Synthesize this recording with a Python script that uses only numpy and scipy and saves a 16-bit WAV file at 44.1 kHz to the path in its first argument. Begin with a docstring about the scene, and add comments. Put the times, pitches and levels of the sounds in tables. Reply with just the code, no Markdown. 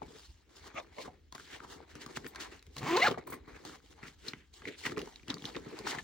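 """First hands rub and crumple a small nylon pouch: uneven noise with crackling cloth and short scuffs.
Nails, pull tab and contents tick and knock as short rings, and the tab clinks. Near 2.8 s a coil zipper
is pulled shut in one quick stroke close under a phone: its teeth, in fast succession, hum and rasp.
Then the hands go on rubbing and ticking to the end. Soft noise of a quiet room lies under it all.
Around 9 to 13 kHz left and right carry nearly opposite signals, so their sum is weak there."""
import sys
import numpy as np
from scipy import signal
from scipy.fft import rfft, irfft, next_fast_len
from scipy.io import wavfile
from scipy.ndimage import uniform_filter1d, map_coordinates

SR = 44100
rng = np.random.default_rng(int(sys.argv[2]) if len(sys.argv) > 2 else 0)


def file_out(sig):
    """Save sig as 16-bit WAV at sys.argv[1]."""
    # one column per channel
    cols = np.atleast_2d(sig).T
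    # limit, then scale
    lim = np.clip(cols, -1, 1)
    pcm = np.round(lim * 32767).astype(np.int16)
    wavfile.write(sys.argv[1], SR, pcm)


N = 266259  # length in samples

# Resonances of the stuffed pouch. Each row: pitch in Hz, width in Hz, level in dB
# (the level counts twice where the response is squared).
POUCH_MODES = [(142, 80, -4.5), (280.7, 98.4, 1.5), (423, 148, 1.5), (688, 250, -9.5)]
# Treble colour of rubbed cloth and rasping teeth. Each row: frequency in Hz, relative level in dB.
FIZZ_COLOUR = [(1800, -49), (2800, 3.5), (4300, 4.5), (6000, 0), (8000, 0.5), (11000, -10.5), (14500, -13),
               (16500, -26.5)]


def amp(db):
    """Turn dB into gain."""
    return 10 ** (np.asarray(db) / 20)


def unit(x):
    """Scale x to an rms of 1."""
    return x / np.sqrt(np.mean(x ** 2) + 1e-20)


def along(points, hz):
    """Read a curve of (Hz, value) points at hz, on a log frequency axis."""
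    f, v = np.transpose(points)
    return np.interp(np.log(hz + 1), np.log(f + 1), v)


def curves(rows):
    """Give one value per sample for each column after the time column."""
    seconds, *columns = np.transpose(rows)
    return [np.interp(np.arange(N) / SR, seconds, column) for column in columns]


def wobble(rate):
    """Draw a smooth random curve with this many random points a second."""
    knots = rng.standard_normal(int(N * rate / SR) + 4)
    return map_coordinates(knots, [np.arange(N) * rate / SR])


def filtered(x, response):
    """Multiply the spectrum of x by a response, a function of frequency."""
    m = next_fast_len(x.shape[-1] + SR // 4)
    spectrum = rfft(x, m) * response(np.fft.rfftfreq(m, 1 / SR))
    return irfft(spectrum, m)[..., :x.shape[-1]]


def modes(table):
    """Make the response of a few resonances that ring only after they are struck."""
    def response(f):
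        return sum((-1) ** k * amp(db) * 1j * f * w / (c * c - f * f + 1j * f * w)
                   for k, (c, w, db) in enumerate(table))
    return response


def shape(points):
    """Make a response from (Hz, dB) points."""
    return lambda hz: amp(along(points, hz))


def fibres(response, unevenness, patchy_db):
    """Make two noises of joint rms 1 that follow an unevenness curve, in patches of random gain."""
    z = signal.stft(unevenness * rng.standard_normal((2, N)), nperseg=256)[2]
    field = rng.standard_normal(z.shape[1:])
    field = uniform_filter1d(uniform_filter1d(field, 4, 0), 8, 1)  # smooth over frequency, then time
    noise = signal.istft(z * amp(patchy_db * unit(field)), nperseg=256)[1]
    return unit(filtered(noise[:, :N], response))


def zipper():
    """Each tooth that the slider closes is one jolt: a hum at the tooth rate and a burst of rasp."""
    # The slider stroke. 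Each row: time in seconds, teeth per second, level of the hum in dB,
    # ring of the open tape in Hz, level of that ring in dB (counts twice), level of the rasp in dB.
    stroke = [(2.765, 65.5, -66, 1010, 2, -48.5), (2.81, 71.4, -64, 1000, 0, -56.5),
              (2.83, 118, -53, 990, -11.5, -44), (2.855, 178, -55.5, 1000, 3.5, -43.5),
              (2.868, 266, -50.5, 1000, 8, -40), (2.88, 300, -45, 1020, 5, -38),
              (2.9, 327, -43, 1003, 4, -37.5), (2.935, 345, -33, 1050, -4, -38.5),
              (2.96, 370, -34.5, 1095, 3, -40.5), (2.967, 415, -38, 1084, -4, -34),
              (2.976, 487, -30.5, 1000, 2.5, -35), (2.99, 530, -40, 1050, 4, -38.5),
              (3.003, 562, -35.5, 1110, 1, -34), (3.012, 650, -35.5, 1890, 0, -38.5),
              (3.027, 685, -23, 2110, 1, -35), (3.042, 775, -24.5, 2380, -2.5, -32),
              (3.047, 802, -33, 1600, 5.5, -32), (3.062, 880, -30, 1700, 3, -35),
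              (3.066, 730, -22.5, 1480, -5, -35), (3.073, 680, -26.5, 1375, 4.5, -34),
              (3.082, 557, -30, 1240, 2, -31.5), (3.09, 477, -38, 1030, -1.5, -44),
              (3.1, 200, -59.5, 900, -11, -48.5), (3.125, 120, -63.5, 900, -13, -47),
              (3.14, 50, -70, 900, -11, -62.5)]
    # What the hum rings in. Each row: pitch in Hz, width in Hz, level in dB (counts twice).
    hum_modes = [(138, 150, 5.5), (354, 140, 3.5), (522, 95, 2.5), (838, 137, 2.5), (2450, 1100, -5),
                 (4000, 900, -3.5)]
    # Resonances of slider and tape. Each row: pitch in Hz, width in Hz, level in dB.
    slider = [(694, 150, -11), (1088, 110, -2), (2010, 580, -6.5), (3120, 77, -7)]
    flutter_db = 2.2  # unsteadiness of each overtone
    ring_width = .25  # ring of the tape, as a share of its pitch
    rasp_bright_db, rasp_body_db = -7, -11  # treble and pouch shudder, against the main rasp

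    rate, pull_db, ring_hz, ring_db, rasp_db = curves(stroke)
    t = np.arange(N) / SR
    moving = 1. * ((t > stroke[0][0]) & (t < stroke[-1][0]))
    moving = uniform_filter1d(moving, 200)  # soft start and stop
    teeth = np.cumsum(rate * (1 + .014 * wobble(110))) / SR  # teeth closed so far

    # an overtone is loud while it passes a resonance of pouch, slider or tape
    tape = (ring_hz, ring_width * ring_hz, ring_db)
    rings = [(c, w, amp(db) ** 2) for c, w, db in hum_modes + [tape]]

    def gain(hz):
        return np.sqrt(sum((g / (1 + ((c * c - hz * hz) / (hz * w)) ** 2)) ** 2 for c, w, g in rings))

    # teeth lock a little early or late, which blurs the upper overtones most
    slip = teeth + 0.03 * wobble(300)
    hum = 0
    for k in range(1, 11):
        level = amp(pull_db + flutter_db * wobble(110))
        hum = hum + level * gain(k * rate) * np.exp(2j * np.pi * k * slip)

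    # the rasp flares as a tooth locks and fades until the next; teeth differ in strength
    strength = amp(0.57 * rng.standard_normal(int(teeth[-1]) + 2))[teeth.astype(int)]
    flare = unit(0.2 + strength * np.exp(-3.5 * (teeth % 1)))
    flare = flare * rng.standard_normal((2, N))
    rasp = unit(filtered(flare, modes(slider)))
    rasp += amp(rasp_bright_db) * unit(filtered(flare, shape(FIZZ_COLOUR)))
    rasp += amp(rasp_body_db) * unit(filtered(flare, modes(POUCH_MODES)))
    hum_pair = [hum.imag, .6 * hum.real - 0.18 * hum.imag]
    return moving * [[1], [.6]] * (amp(rasp_db) * rasp + hum_pair)


def contacts():
    """A short ring that sags in pitch, with a bright edge; the same blow knocks the stuffed pouch."""
    # Each row: start in seconds, peak of the tick in dB, pitch in Hz, knock in dB over the tick,
    # bright edge in dB over the ring (lowered by 1 dB below), seconds for the ring to fade by 60 dB.
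    ticks = [(0.018, -33.5, 835, -5, -16, 0.021), (0.0299, -49, 2240, 12, -15, 0.059),
             (0.08, -55, 1210, 12.5, -16, 0.022), (0.743, -49.5, 1180, 11.5, -6, 0.022),
             (0.798, -40, 3590, -15, -9, 0.03), (0.846, -50.5, 1180, -7, -15, 0.013),
             (0.984, -39, 2090, -23, -31, 0.027), (1.077, -42, 740, 4.5, -17, 0.062),
             (1.324, -34.5, 990, -13, 9.5, 0.022), (1.349, -34.5, 1070, -7, 7, 0.055),
             (1.38, -39, 1470, -10, 6, 0.011), (1.397, -39, 1340, -12, 2, 0.015),
             (1.407, -45, 1390, -5, -9, 0.01), (1.603, -38.5, 1270, -7, -12, 0.011),
             (1.647, -40, 1056, -2, -15.5, 0.01), (1.954, -35.5, 1290, -1, 18, 0.0074),
             (2.062, -32, 1115, -3, 9, 0.025), (2.099, -57, 2130, -14, -3.5, 0.0091),
             (2.135, -48, 1700, -21, -10, 0.012), (2.163, -33.5, 2470, -11, -9, 0.0084),
             (2.172, -24.5, 1120, -6, 8.5, 0.0024), (2.245, -37, 1500, -4, -2, 0.0078),
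             (2.265, -31.5, 1850, -12, 6.5, 0.012), (2.348, -41, 1040, -14, 0.5, 0.042),
             (2.358, -32, 1590, -20, 4, 0.035), (2.593, -45.5, 3900, -25, -6, 0.014),
             (2.626, -46, 2010, -26.5, 13, 0.018), (2.666, -47.5, 2040, -11, 12, 0.021),
             (2.7659, -34, 3940, -11, 7.5, 0.024), (2.781, -32, 4150, -11, 12, 0.11),
             (2.797, -43, 1890, -26, 2, 0.02), (2.815, -39.5, 1106, -12, 2.5, 0.025),
             (2.9645, -28, 3960, -28, -10.5, 0.012), (2.9698, -17, 4220, -25, -4.5, 0.011),
             (2.9734, -27.5, 1466, -30, -1.5, 0.016), (3.083, -27, 4470, 2, -6.5, 0.01),
             (3.101, -31.5, 2930, -13, -6, 0.013), (3.112, -29, 3130, -3.5, -0.5, 0.02),
             (3.143, -35, 1186, -22, -26, 0.018), (3.175, -33, 717, -11, -26.5, 0.014),
             (3.275, -38, 930, -22, -10.5, 0.018), (3.299, -43.5, 1020, 6, -2.5, 0.011),
             (3.323, -34, 1040, -4, -13.5, 0.015), (3.338, -34.5, 1020, -3, -7, 0.015),
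             (3.476, -49, 1080, 8, -21, 0.033), (3.65, -36.5, 807, -2, 8, 0.047),
             (3.694, -44.5, 1380, -3, -15, 0.025), (4.03, -40, 1800, 4.5, 2, 0.012),
             (4.081, -40.5, 1900, -3.5, -12, 0.015), (4.283, -26, 4060, -11.5, -18, 0.03),
             (4.334, -30.5, 1870, -3, -29, 0.0096), (4.619, -41, 1600, -7, -11, 0.022),
             (4.654, -29.5, 1960, -14, -25, 0.021), (4.674, -34, 2135, -31, -13.5, 0.052),
             (4.6847, -34.5, 1865, -35, -10, 0.05), (4.8373, -35.5, 2020, -28, -3, 0.017),
             (4.8521, -26, 1830, -28, -15, 0.021), (4.8619, -27.5, 1930, -20, -3.5, 0.05),
             (4.866, -24.5, 1574, -6, -5.5, 0.011), (4.897, -33.5, 1900, -3, -1, 0.0078),
             (4.92, -33.5, 1280, 2.5, -9, 0.012), (4.965, -40, 2260, -12, -8, 0.012),
             (4.972, -30, 1050, 1, -7.5, 0.0095), (4.9796, -29, 1890, -1, 5, 0.011),
             (4.9913, -31.5, 2750, -8, 8.5, 0.018), (5.016, -34, 2790, -17, 5, 0.02),
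             (5.074, -42, 900, -8, 1, 0.015), (5.159, -37, 3660, -30, -6.5, 0.0096),
             (5.196, -47.5, 2210, -7, -20, 0.019), (5.232, -50, 2330, 4, -19, 0.0176),
             (5.282, -34, 2730, 1, 9, 0.0083), (5.3026, -21.5, 3430, -6.5, -8, 0.0068),
             (5.3066, -31, 3130, -1.5, -22, 0.016), (5.3177, -42, 3310, -14, -7, 0.012),
             (5.336, -41, 1230, 6, -2, 0.01), (5.342, -26, 4220, -11, 3, 0.008),
             (5.369, -40.5, 1140, -8, -12, 0.0076), (5.382, -41, 3600, -14, -7, 0.01),
             (5.3943, -45, 2320, -15, -4, 0.0087), (5.422, -38.5, 3140, 0.5, 1, 0.011),
             (5.442, -34, 1690, 2, 2.5, 0.0065), (5.4541, -23.5, 3370, -17, 0, 0.0064),
             (5.483, -41.5, 1190, -15, -15, 0.0059), (5.49, -39.5, 3700, -19, -14, 0.0092),
             (5.548, -36.5, 1980, -21, -11, 0.02), (5.554, -32, 1820, -2, -22, 0.017),
             (5.5639, -32.5, 3650, -8, -21, 0.021), (5.568, -33, 1130, -6, -18, 0.0057),
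             (5.665, -47, 1214, 16.5, -9, 0.024), (5.789, -31.5, 1050, -17, 15, 0.021),
             (5.81, -44.5, 900, 7, -9, 0.0081), (5.8678, -30, 950, -26, -22.5, 0.015),
             (5.8712, -25.5, 1380, -16, -9, 0.013), (5.93, -35.5, 840, -12, -3.5, 0.011),
             (5.9489, -32.5, 1040, -2, -5, 0.014), (5.963, -44, 900, -4, -15, 0.0063),
             (5.975, -43.5, 705, 10.5, -16, 0.015), (5.985, -29, 1754, -32, -17, 0.056)]
    # Colour of the bright edge. Each row: frequency in Hz, relative level in dB.
    crack = [(700, -30), (1800, -6), (4300, 5.5), (8000, -2.5), (11000, -2), (16500, -21)]
    grit = .7  # noise in the ring, against the pure tone
    sag = 0.19  # the pitch starts about 13 % sharp
    rise_cycles = 0.62  # time constant of the ring's rise

    t = np.arange(SR // 16) / SR
    f = np.fft.rfftfreq(len(t), 1 / SR)
    out, blows = np.zeros((2, N + len(t))), np.zeros(N)
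    crack_gain = shape(crack)(f)
    for s, db, hz, knock_db, bright_db, t60 in ticks:
        start = round(s * SR)
        fade = amp(-60 * t / t60) * (1 - np.exp(-t * hz / rise_cycles)) ** 2
        noise = rfft(rng.standard_normal((2, 2, len(t))))
        cycles = hz * (t - sag * 0.0012 * np.exp(-t / 0.0017)) + rng.random((2, 1))
        gritty = unit(irfft(noise[0] * modes([(hz, .7 * hz, 0)])(f) ** 2, len(t)))
        tone = np.sin(2 * np.pi * cycles) + grit * gritty
        edge_fade = amp(-110 * t / t60) * (1 - np.exp(-t / 0.0006))
        edge = edge_fade * unit(irfft(noise[1] * crack_gain, len(t)))
        tick = fade * tone / fade.max() + amp(bright_db - 1) * edge
        tick *= amp(db) / np.abs(tick).max(axis=1, keepdims=True)
        out[:, start:][:, :len(t)] += tick
        blows[start] = amp(db + knock_db) * rng.choice([-1, 1])
    # the soft filling spreads each blow over a few ms
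    soft_blows = np.convolve(blows, np.hanning(140))[:N]
    knocks = filtered(soft_blows, modes(POUCH_MODES))
    return out[:, :N] + [knocks, 0.13 * np.roll(knocks, 25)]


def hands():
    """Skin and wool slide over nylon and leather in uneven slips; the stuffed pouch rumbles along."""
    # Each row: time in seconds, level of the rubbing in dB, then treble and pouch rumble in dB over it.
    rubbing = [(0, -74.5, -4, 15), (.14, -63.5, 4, 4), (.32, -77, 12, -20), (.5, -85, -4, 18.5),
               (.57, -70.5, 13, -10), (.7, -59, -16, -2), (.83, -69, 1.5, 4), (.9, -69.5, -7, 2.5),
               (1.06, -60, 3.5, -4), (1.14, -72, -7, 9), (1.3, -94, 7, 11), (1.33, -80, 10.5, -6),
               (1.465, -66, 7, -10), (1.48, -60.5, 5, -6), (1.55, -52, 1, -9), (1.63, -65, -6.5, -4.5),
               (1.76, -61, -12.5, 3.5), (1.97, -67.5, -3.5, -3), (2.1, -56, -3, -2), (2.27, -73.5, 8, 13),
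               (2.4, -50.5, -17.5, -7.5), (2.57, -63, 3, -7), (2.61, -74.5, -2, -2), (2.72, -75, 2, 7.5),
               (2.76, -66, 10, -3), (3.13, -59.5, -14, -14), (3.23, -63.5, -14.5, 7),
               (3.247, -75, -6.5, 11), (3.3, -60, -2, 5), (3.42, -69, -10, 2.5), (3.6, -62, -3.5, -1.5),
               (3.68, -61, -3, -5), (3.76, -60.5, -1.5, -1), (3.775, -69.5, 4, 4), (3.905, -74, 6.5, 3),
               (3.92, -65.5, 2, -3), (4.02, -65.5, -7, -1), (4.3, -81.5, 15, -5), (4.46, -85.5, 8.5, -1.5),
               (4.526, -84, 6, 3.5), (4.536, -71.5, 11.5, -10), (4.62, -66, 2.5, 4), (4.8, -69, 0, 1),
               (4.87, -49.5, -8.5, -8), (4.955, -65.5, -2, 8), (5.0, -53, -6.5, 3), (5.05, -58.5, -2, 7.5),
               (5.068, -66, 5, 9.5), (5.1, -62.5, 0, -8.5), (5.26, -74.5, 7, 1), (5.3, -44.5, -11.5, -9),
               (5.39, -65, 4.5, 10), (5.5, -55.5, 0.5, -0.5), (5.66, -60, -2.5, 7),
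               (5.84, -56.5, -8.5, 2.5), (5.93, -41, -19.5, -15), (6.04, -62.5, 8.5, 1)]
    # Colour of the rubbing. Each row: frequency in Hz, relative level in dB.
    rub_colour = [(300, -41), (520, -8.5), (800, 3.5), (1500, 0.5), (2200, 4), (3000, -14), (4200, -4),
                  (7000, -62)]

    rub_db, treble_db, body_db = curves(rubbing)
    # single crinkles of the cloth, about 260 a second, each fading quickly
    creases = rng.uniform(0, 2.64, size=N) * (rng.random(N) < 260 / SR)
    crinkle = 1 + 0.8 * signal.lfilter([1], [1, -.95], creases)
    slips = amp(2.5 * wobble(35) + 1.1 * wobble(220)) * crinkle
    rub = amp(rub_db) * fibres(shape(rub_colour), slips, patchy_db=2.5)
    fizz = amp(rub_db + treble_db) * fibres(shape(FIZZ_COLOUR), slips, patchy_db=2.5)
    rumble = fibres(lambda hz: modes(POUCH_MODES)(hz) ** 2, amp(4 * wobble(40)), patchy_db=2.5)
    body = amp(rub_db + body_db) * rumble
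    return rub + fizz + body + amp(rub_db + 5) * crackles()


def crackles():
    """Creases of stiff cloth pop at random moments, each with its own pitch and size."""
    pops_per_s, middle_hz, life_cycles = 220, 2100, 2.2
    when, octave, size = rng.random((3, int(pops_per_s * N / SR), 1))
    k = np.arange(260)  # samples of one pop
    cycles = middle_hz * 2 ** (3 * octave - 1.4) * k / SR
    swell = cycles * np.exp(1 - 3 * cycles / life_cycles)
    gain = amp(-5 * np.log(size + .01)) / 2  # a few pops are much larger than the rest
    pops = gain * np.sin(2 * np.pi * cycles) * swell
    places = (when * N).astype(int) + k
    return np.bincount(places.ravel(), pops.ravel(), N + len(k))[:N] * [[1], [.6]]


def scuffs():
    """Grainy rubs: level climbs to a peak and drops, pitched by the spot that is rubbed."""
    # Each row: time of the peak in seconds, level there in dB, rise and fall in seconds (for 6.5 dB),
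    # pitch in Hz, width as a share of the pitch, treble and pouch body in dB over the pitched layer.
    short_rubs = [(0.03, -54.5, 0.0045, 0.0044, 780, 1, -4, 7.5),
                  (0.161, -62.5, 0.019, 0.0104, 1340, 1, -15, 6),
                  (0.22, -69, 0.078, 0.071, 2540, 0.42, 0, -10),
                  (0.601, -69.5, 0.29, 0.017, 1240, 1, 1, -1),
                  (0.677, -56.5, 0.028, 0.011, 970, 0.86, 2, -2.5),
                  (0.781, -43, 0.011, 0.019, 590, 0.36, -24, -16),
                  (0.78, -37.5, 0.011, 0.0098, 1200, 0.081, -29, -19),
                  (0.789, -50.5, 0.022, 0.0054, 3400, 0.19, -16, -26),
                  (0.8, -50, 0.002, 0.0047, 1320, 1, -13, -4.5),
                  (0.988, -46, 0.0069, 0.019, 540, 0.24, -12, -4.5),
                  (1.024, -50.5, 0.028, 0.01, 2200, 0.31, 1, -17),
                  (1.032, -63.5, 0.021, 0.018, 4150, 0.062, -16, -25),
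                  (1.058, -50, 0.015, 0.013, 1070, 0.4, -9, -2),
                  (1.356, -52, 0.0061, 0.0067, 1330, 1, -7.5, -3.5),
                  (1.403, -61.5, 0.018, 0.035, 1410, 0.71, 4.5, -3),
                  (1.546, -48, 0.038, 0.013, 1720, 0.43, -8.5, -10),
                  (1.644, -54, 0.018, 0.0075, 970, 0.61, -3.5, -3),
                  (1.727, -55, 0.033, 0.026, 1050, 1, 3.5, -3),
                  (1.834, -58.5, 0.0084, 0.0064, 1300, 0.91, -11, 0),
                  (1.913, -60, 0.015, 0.015, 1630, 0.69, 1, -4.5),
                  (1.959, -55.5, 0.0082, 0.021, 1590, 1, -4, 4.5),
                  (2.018, -49, 0.0091, 0.015, 1720, 0.4, -1, -10),
                  (2.171, -44.5, 0.0096, 0.0055, 1680, 1, 3.5, -6.5),
                  (2.265, -51, 0.017, 0.0056, 1650, 1, -7.5, 3.5),
                  (2.408, -47, 0.0071, 0.027, 1640, 1, 4.5, -6.5),
                  (2.52, -53.5, 0.0033, 0.035, 1570, 0.95, -8.5, -4.5),
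                  (3.114, -41, 0.007, .011, 704, 0.64, -16, 7),
                  (3.182, -44, 0.0022, 0.0092, 1103, 0.34, -11, 3.5),
                  (3.271, -55.5, 0.0021, 0.02, 1210, 0.36, -7, 8.5),
                  (3.33, -46, 0.0053, 0.018, 1053, 0.08, -8, 0),
                  (3.484, -55, 0.0056, 0.026, 1200, 0.81, -11, -3),
                  (3.566, -52, 0.016, 0.0049, 1370, 0.71, -9.5, -2),
                  (3.658, -57.5, 0.0047, 0.07, 1210, 1, 5.5, 3.5),
                  (4.036, -49.5, 0.0077, 0.031, 1430, 1, -8.5, -7.5),
                  (4.074, -63.5, 0.008, 0.017, 1770, 0.9, 12, -13),
                  (4.283, -51, 0.026, 0.021, 1580, 1, 1.5, -1.5),
                  (4.411, -63.5, 0.11, 0.027, 1720, 0.74, -11, -7.5),
                  (4.683, -49.5, 0.0082, 0.0088, 2130, 0.27, -1, 9.5),
                  (4.743, -54.5, 0.079, 0.014, 1990, 0.58, -13.5, -9.5),
                  (4.789, -55, 0.012, 0.011, 4240, 0.18, -8, -25),
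                  (4.79, -59, 0.0075, 0.3, 1870, 1, 6.5, -19),
                  (4.862, -39.5, 0.0093, 0.011, 1550, 1, 0.5, -6),
                  (4.92, -55.5, 0.026, 0.0094, 1460, 0.92, 3.5, 7.5),
                  (4.977, -46.5, 0.0048, 0.015, 1320, 1, -6.5, 10),
                  (5.302, -40, 0.0041, 0.0074, 3300, 1, -12.5, -2.5),
                  (5.464, -47.5, 0.014, 0.0021, 3000, 0.16, -8, -14),
                  (5.566, -49.5, 0.003, 0.0086, 1550, 0.53, -20, 11.5),
                  (5.789, -56.5, 0.061, 0.04, 1600, 1, -2, -10), (5.875, -44, .007, 0.037, 1410, 1, 4, -7),
                  (5.911, -46.5, 0.022, 0.0078, 2100, 0.25, 7.5, -4.5),
                  (5.953, -43.5, 0.015, 0.0052, 1090, 0.46, -6.5, -28),
                  (5.99, -48.5, 0.0068, 0.0076, 1800, 0.18, -3.5, -7)]

    t = np.arange(-4800, 4800) / SR
    f = np.fft.rfftfreq(len(t), 1 / SR)
    out = np.zeros((2, N + len(t)))
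    fizz, body = shape(FIZZ_COLOUR)(f), modes(POUCH_MODES)(f) ** 2
    for s, db, rise, fall, hz, width, bright_db, body_db in short_rubs:
        swell = amp(-6.5 * np.abs(t / np.where(t < 0, rise, fall)) ** 1.17)
        # the loudness jumps every 60 samples, which makes the grain
        grains = amp(1.9 * np.repeat(rng.standard_normal((3, 1, len(t) // 60)), 60, axis=2))
        noise = rfft(grains * rng.standard_normal((3, 2, len(t))))
        pitched = modes([(hz, width * hz, 0), (1.95 * hz, .5 * hz, -2.5)])(f) ** 2
        layers = 0
        for z, colour, level in zip(noise, (pitched, fizz, body), (0, bright_db, body_db)):
            layers = layers + amp(level) * unit(irfft(z * colour, len(t)))
        out[:, round(s * SR):][:, :len(t)] += amp(db) * swell * layers
    return out[:, len(t) // 2:][:, :N]  # puts each peak at its own time


def pull_tab():
    """The metal tab clinks on the slider and keeps rattling, so its modes flutter and blur."""
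    # Each row: start of a clink in seconds, level in dB.
    clink_times = [(.745, -72.5), (.822, -82), (2.275, -53.5), (2.405, -70), (3.272, -53.5), (3.303, -48.5),
                   (3.325, -60), (3.339, -56), (3.477, -78)]
    # Modes of the tab. Each row: pitch in Hz, level in dB, seconds to fade by 60 dB.
    tab_modes = [(6300, -8, .03), (8540, 1, .09), (11050, -2, .05), (14100, -2, .12)]
    hiss_db, hiss_t60 = 5, .05  # hiss of the contact: dB over the clink, seconds to fade by 60 dB

    t = np.arange(SR // 6) / SR
    rings, clinks = np.zeros((len(tab_modes), N), complex), np.zeros(N)
    for s, db in clink_times:
        start = round(s * SR)
        for ring, (hz, level, t60) in zip(rings, tab_modes):
            chance_db = 3.1 * rng.standard_normal()  # every clink excites the modes differently
            fade = amp(db + level + chance_db - 60 * t / t60) * (1 - np.exp(-t / .001))
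            ring[start:][:len(t)] += fade * np.exp(2j * np.pi * hz * t)
        clinks[start:][:len(t)] += amp(db + hiss_db - 60 * t / hiss_t60)
    hiss = unit(filtered(rng.standard_normal((2, N)), lambda hz: hz > 7000))
    rattle = sum((ring * (wobble(250) + 1j * wobble(250))).real for ring in rings)
    return clinks * hiss + rattle


def walls(x):
    """The room answers with fading noise in which each frequency dies at its own speed."""
    # Each row: frequency in Hz, seconds to fade by 60 dB.
    fade_times = [(200, 0.34), (2000, 0.074), (10000, 0.13)]
    hz, t, z = signal.stft(rng.standard_normal((2, SR // 3)), SR, nperseg=256)
    fade = amp(-60 * t / along(fade_times, hz)[:, None])
    tail = signal.istft(z * fade, SR, nperseg=256)[1]
    late = np.pad(x, ((0, 0), (200, 0)))  # the answer starts 200 samples later
    return signal.fftconvolve(late, tail / np.linalg.norm(tail[0]), axes=1)[:, :N]


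def room_air():
    """The quiet room is a soft, slightly unsteady noise."""
    # Colour of the noise. Each row: frequency in Hz, relative level in dB.
    air_colour = [(20, -47), (45, 1.5), (80, 1), (110, -13), (330, -18.5), (600, -34), (2000, -25),
                  (6000, -33), (16500, -46)]
    return amp(-65.5) * fibres(shape(air_colour), amp(0.36 * wobble(3.2)), patchy_db=3.0)


def scene():
    """Add the sources, which come as (shared, differing) pairs, and spread them over left and right."""
    # Weight of the shared part; it is weak around 9 to 13 kHz. Each row: frequency in Hz, gain in dB.
    shared_gain = [(20, 6), (6500, -3), (8000, -8.5), (8700, -11.5), (9700, -25), (12800, -32),
                   (14200, -4.5), (15500, 6)]
    # Weight of what differs between the sides. Each row: frequency in Hz, gain in dB.
    differing_gain = [(60, -9), (200, -2.5), (380, -5.5), (700, 4), (1300, -10), (2600, -5.5), (4400, -7),
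                      (8000, -2), (16000, 5.5)]
    close = zipper() + contacts()
    pouch = close + amp(-11.0) * walls(close) + hands() + scuffs() + pull_tab()
    mid, side = filtered(pouch + room_air(),
                         lambda hz: amp([along(shared_gain, hz), along(differing_gain, hz)]))
    # the pouch lies slightly left: louder and earlier there
    side = side + 0.072 * mid + 0.4 * np.gradient(mid)
    return np.array([mid + side, mid - side])


def record(dry):
    """The phone drops the deepest bass and keeps nothing above its band limit."""
    bottom_hz, top_hz = 38, 16000
    return filtered(dry, lambda hz: (hz < top_hz) / (1 + (bottom_hz / (hz + 1)) ** 4))


dry = scene()
out = record(dry)
file_out(out)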